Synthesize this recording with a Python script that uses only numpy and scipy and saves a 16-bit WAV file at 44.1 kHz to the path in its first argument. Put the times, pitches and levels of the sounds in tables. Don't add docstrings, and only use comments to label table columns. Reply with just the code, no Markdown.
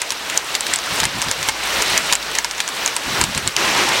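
import sys
import numpy as np
from scipy import signal
from scipy.io import wavfile
from scipy.ndimage import uniform_filter1d

SR = 44100
rng = np.random.default_rng(int(sys.argv[2]) if len(sys.argv) > 2 else 0)


def unload_wav(signal):
    wavfile.write(
        sys.argv[1],
        SR,
        np.round(np.clip(np.atleast_2d(signal).T, -1, 1) * 32767).astype(np.int16),
    )


N = 176400
TIME = np.arange(N) / SR
CUT_S, CUT_FADE_S = 3.564, 0.0056


def from_db(db):
    return 10 ** (np.asarray(db) / 20)


def rms_one(x):
    return x / np.sqrt(np.mean(x ** 2) + 1e-20)


def fader(points):
    return from_db(np.interp(TIME, *np.transpose(points)))


def swells(rows):
    return sum(from_db(db) * np.exp(-((TIME - peak_s) / half_s) ** 2) for peak_s, half_s, db in rows)


def band(x, edges_hz, kind="band"):
    sos = signal.butter(2, np.clip(edges_hz, 10, .45 * SR), kind, fs=SR, output="sos")
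    return signal.sosfilt(sos, x)


def resonate(x, hz, q):
    return signal.lfilter(*signal.iirpeak(min(hz, .45 * SR), max(q, 1), fs=SR), x + 1e-18)


def drift(rate_hz):
    hop, settle = 40, 2000
    pole = np.exp(-2 * np.pi * rate_hz * hop / SR)
    noise = rng.standard_normal(N // hop + settle + 2)
    slow = signal.lfilter([1], [1, -2 * pole, pole * pole], noise)[settle:]
    return np.interp(np.arange(N) / hop, np.arange(len(slow)), rms_one(slow))


def hiss(spectrum, flicker_db, flicker_hz):
    edges = np.geomspace(24, 17400, 20)
    white = rng.standard_normal((2, N))
    hz, db = np.transpose(spectrum)
    out = np.zeros(N)
    for k, (low, high) in enumerate(zip(edges, edges[1:])):
        level_db = np.interp(np.log(low * high) / 2, np.log(hz), db)
        out += band(white[k % 2], (low, high)) * from_db(level_db + flicker_db * drift(flicker_hz))
    return rms_one(out)


def patter(per_s, low_hz, high_hz, q, spread_db, pitch_count=14):
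    sizes = from_db(spread_db * np.minimum(rng.exponential(1, N), 4)) * rng.choice([-1, 1], N)
    clicks = sizes * (rng.random(N) < per_s / SR)
    pitch_index = rng.integers(0, pitch_count, N)
    pitches = enumerate(np.geomspace(low_hz, high_hz, pitch_count))
    return rms_one(sum(resonate(clicks * (pitch_index == k), hz, q) / hz ** .5 for k, hz in pitches))


def hit(x, db):
    return from_db(db) * x * np.sqrt(.005 * SR / np.sum(x ** 2))


def burst(decay_s, size=4096):
    return rng.standard_normal(size) * np.exp(-TIME[:size] / decay_s)


def add(out, start_s, sound):
    i = int(np.clip(start_s * SR, 0, N - 1))
    out[i:i + len(sound)] += sound[:N - i]


# freq_hz, density_db
RAIN_SPECTRUM = [(30, -16), (60, -14.5), (150, -9.5), (250, -8.5), (400, -4), (650, -2.5), (950, -1),
                 (1400, -.5), (2200, -1.5), (3500, -2), (5000, -6.5), (7500, -12), (10000, -19.5),
                 (12500, -25.5), (16000, -21)]
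# time_s, level_db
RAIN_RIDE = [(0.0, -27), (0.2, -28), (0.4, -21.5), (0.65, -19), (0.85, -19.5), (1.0, -19), (1.25, -21),
             (1.55, -22.5), (1.85, -17.5), (2.1, -12.5), (2.3, -13), (2.5, -15), (2.75, -15), (3.0, -16),
             (3.2, -16.0), (3.35, -16.5), (3.55, -19)]


def courtyard_rain(trim_db=-0.25):
    drops = from_db(-12) * patter(per_s=900, low_hz=910, high_hz=9300, q=2.4, spread_db=1.5)
    far_rain = hiss(RAIN_SPECTRUM, flicker_db=1.5, flicker_hz=23.4)
    return fader(RAIN_RIDE) * from_db(trim_db) * (far_rain + drops + pellets())


def pellets(per_s=12, tries=200):
    starts_s = rng.uniform(0, CUT_S, tries)
    levels_db = rng.normal(-8, 1.5, tries)
    pitches_hz = rng.uniform(5000, 9500, tries)
    landed = rng.random(tries) < per_s * CUT_S / tries
    out = np.zeros(N)
    for start_s, db, hz, lands in zip(starts_s, levels_db, pitches_hz, landed):
        add(out, start_s, lands * crack(hz, db, contact_s=0.00028))
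    return out


def crack(hz, db, contact_s):
    crush = burst(contact_s)
    crush *= TIME[:len(crush)]
    return hit(band(resonate(crush, hz, q=7.1), (4400, 11100)), db)


# pitch_hz, level_db, t60_s
LEDGE_MODES = [(845, -9, 0.04), (942, 1, 0.048), (1064, -4.5, 0.023), (1629, -6.5, .045), (1750, -9, .035),
               (2137, -2, 0.051), (3030, -12, 0.027)]


def ledge_ring(db):
    t = TIME[:4096]
    ring = np.zeros(len(t))
    for k, (hz, level_db, t60_s) in enumerate(LEDGE_MODES):
        decay = from_db(level_db + rng.normal(0, 5.0) - 60 * t / t60_s)
        pitch_hz = hz * rng.normal(1, 0.023)
        ring += (-1) ** k * decay * np.sin(2 * np.pi * pitch_hz * t)
    return hit(ring, db)


# start_s, crack_db, pitch_hz, knock_db, ring_db, contact_s
HAILSTONES = [(0.0174, -16.5, 8040, -21.5, -28, 0.00033), (0.105, -15.5, 5460, -19.5, -40, 0.00022),
              (0.1204, -24, 7050, -24, -28.5, 0.00058), (0.299, -25, 6900, -21.5, -46, 0.00028),
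              (0.3748, -5, 6300, -27, -43, 0.00073), (0.5433, -22, 6000, -27, -35, 0.00061),
              (0.5514, -11, 7160, -11.5, -33, 0.00027), (0.6076, -9.5, 7700, -19, -25, 0.00037),
              (0.6665, -36, 5300, -13, -41, 0.00036), (0.7369, -7.5, 7400, -14.5, -37, 0.0002),
              (0.7595, -8.5, 8000, -21, -29, 0.00025), (0.7876, -16, 7000, -24, -28, 0.00051),
              (1.0013, -15.5, 7000, -16, -37, 0.00066), (1.0323, -25, 7340, -16, -19, 0.00036),
              (1.0385, -22, 6940, -15, -31, 0.00064), (1.0534, -11.5, 8300, -16.5, -18.5, 0.00033),
              (1.2174, -16, 7000, -18.5, -32, 0.00034), (1.2235, -15.5, 5900, -27, -25, 0.00037),
              (1.2848, -21, 5500, -18.5, -42, 0.00043), (1.313, -11.5, 7300, -19, -25, 0.00027),
              (1.4283, -20, 6640, -20, -37, 0.00043), (1.4867, -16, 6360, -16, -18, 0.00045),
              (1.4924, -19, 6700, -18, -20, 0.00062), (1.822, -15, 7200, -18, -35, 0.00053),
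              (1.977, -4.5, 7000, -17, -35, 0.00034), (2.1257, -3, 7500, -3, -14.5, 0.0004),
              (2.1332, -4, 7000, -10, -24, 0.00063), (2.153, -0.5, 7600, -7, -21, 0.00029),
              (2.227, -32, 6100, -10, -25, 0.00047), (2.3497, -21, 7300, -17, -20, 0.00031),
              (2.3526, -10.5, 6500, -12.5, -27, 0.00031), (2.3862, -2, 7000, -9, -13.5, 0.00022),
              (2.4455, -2.5, 5270, -5.5, -9, 0.00031), (2.5112, -7, 6400, -14, -17, 0.00038),
              (2.58, -15, 7100, -15, -22, 0.00046), (2.603, -7, 6200, -3.5, -24, 0.00087),
              (2.6778, -7, 7450, -14.5, -20.5, 0.00029), (2.6883, -12, 7200, -13, -24.5, 0.00056),
              (2.861, -3, 7000, -17, -23, 0.00024), (2.8765, -8.5, 5450, -11.5, -31.5, 0.00069),
              (2.965, -6, 7900, -12, -25, 0.0003), (3.2131, -7.5, 7000, -12.5, -17, 0.00053),
              (3.2389, -6.5, 7700, -11.5, -19, 0.00051), (3.3481, -14, 6960, -14.5, -33, 0.00064),
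              (3.3764, -9, 7400, -13, -21.5, 0.00047), (3.4753, -5, 7260, -13, -20, 0.00044),
              (3.5647, -7, 6360, -3.5, -18, 0.00055)]


def hail(crack_trim_db=-1.5, splash_trim_db=-1, ring_trim_db=4):
    out = np.zeros(N)
    for start_s, crack_db, pitch_hz, knock_db, ring_db, contact_s in HAILSTONES:
        knock = hit(band(burst(decay_s=0.0017), (1670, 5070)), knock_db)
        splash_db = 0.76 * knock_db + 0.24 * crack_db + splash_trim_db
        splash = hit(band(burst(decay_s=0.0087), (1260, 8300)), splash_db)
        snap = crack(pitch_hz, crack_db + crack_trim_db, contact_s)
        add(out, start_s, snap + knock + splash + ledge_ring(ring_db + ring_trim_db))
    return out


# time_s, level_db
HUM_RIDE = [(0, -72), (.4, -59), (.55, -52), (1.5, -47), (1.8, -44), (2.5, -47), (2.7, -59), (3.0, -60),
            (3.6, -47), (4.0, -53)]


def hum(pitch_hz=51.6):
    return fader(HUM_RIDE) * np.sin(2 * np.pi * pitch_hz * TIME)


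# peak_s, half_length_s, level_db
FIZZES_AND_SNAP = [(.468, .014, -36), (.536, .005, -37), (.665, .005, -36), (.71, .008, -36),
                   (.95, .016, -33), (.999, .004, -31), (1.481, .004, -27), (1.657, .005, -33),
                   (1.7, .015, -38), (1.978, .0008, -12), (2.298, .005, -27), (2.873, .004, -27)]


def spray_and_snap():
    fizz = patter(per_s=6500, low_hz=8000, high_hz=15000, q=3, spread_db=4.0)
    return swells(FIZZES_AND_SNAP) * rms_one(band(fizz, (7500, 15500)))


# peak_s, half_length_s, level_db
WIND_PUFFS = [(.92, .025, -31.5), (1.052, 0.042, -26.5), (1.167, 0.031, -24.5), (1.281, 0.027, -28.5),
              (1.406, 0.035, -33), (1.505, 0.023, -35), (1.79, 0.034, -36), (1.938, 0.023, -34),
              (2.057, 0.025, -31), (3.082, .022, -20.5), (3.133, .025, -26), (3.226, 0.034, -17),
              (3.295, 0.027, -20), (3.374, 0.02, -17.5), (3.423, 0.014, -25), (3.467, 0.027, -21.5)]
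# freq_hz, density_db
WIND_SPECTRUM = [(25, 0), (50, -5), (100, -1), (220, -4), (330, -9.5), (600, -33), (2000, -60)]


def wind_puffs(low_cut_hz=48):
    rumble = hiss(WIND_SPECTRUM, flicker_db=1.0, flicker_hz=9.4)
    return swells(WIND_PUFFS) * band(rumble, low_cut_hz, "high")


def gust(peak_s=1.89, half_length_s=0.2, level_db=-32.5):
    roar = rms_one(band(rng.standard_normal(N), (340, 624)))
    return swells([(peak_s, half_length_s, level_db)]) * roar


# freq_hz, density_db
STREET_SPECTRUM = [(18, -46), (30, -19), (43, -17), (256, -8), (350, -3.5), (546, -7.5), (852, 2.5),
                   (921, 0), (1140, -4), (1440, -3.5), (2490, -2.5), (4190, -8), (6370, -9), (8720, -21.5),
                   (15500, -29.5)]
# time_s, level_db
STREET_RIDE = [(3.57, -20), (3.6, -17.5), (3.65, -16.5), (3.74, -17.5), (3.81, -14.5), (3.85, -18),
               (3.96, -17), (4.0, -18)]
# start_s, level_db
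CLOSE_SPLATS = [(3.65, -29), (3.7, -29), (3.887, -22), (3.89, -18.5)]


def street():
    splats = from_db(-12) * patter(per_s=450, low_hz=1200, high_hz=7000, q=5.7, spread_db=1.0)
    tyre_note = from_db(-17.5) * rms_one(resonate(rng.standard_normal(N), hz=358, q=8.5))
    wash = hiss(STREET_SPECTRUM, flicker_db=0.8, flicker_hz=13)
    out = fader(STREET_RIDE) * (wash + splats + tyre_note)
    for start_s, level_db in CLOSE_SPLATS:
        add(out, start_s, hit(band(burst(decay_s=.002), (2780, 7500)), level_db))
    return out


def at_window():
    return np.clip((CUT_S - TIME) / CUT_FADE_S + 1, 0, 1)


def scene():
    window = courtyard_rain() + hail() + spray_and_snap() + gust() + wind_puffs()
    mono = window * at_window() + street() * (1 - at_window())
    return np.array([mono, mono])


def ducking_db(x, threshold_db=-17, release_db_per_s=38.5, attack_s=0.023, detector_s=0.0077):
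    size = int(detector_s * SR)
    power = uniform_filter1d(x ** 2, size, origin=(size - 1) // 2, mode="constant")
    over_db = np.maximum(10 * np.log10(np.maximum(power, 1e-12)) - threshold_db, 0)
    release_db = release_db_per_s * TIME
    held_db = np.maximum.accumulate(over_db + release_db) - release_db
    pole = np.exp(-1 / (attack_s * SR))
    return signal.lfilter([1 - pole], [1, -pole], held_db)


def record(dry):
    ducked = dry * from_db(-ducking_db(dry[0]) * at_window())
    clipped = np.clip(ducked + hum(), -0.83, 0.83)
    top_cut = signal.ellip(10, .1, 70, 16000, fs=SR, output="sos")
    return signal.sosfilt(top_cut, clipped)


dry = scene()
out = record(dry)
unload_wav(out)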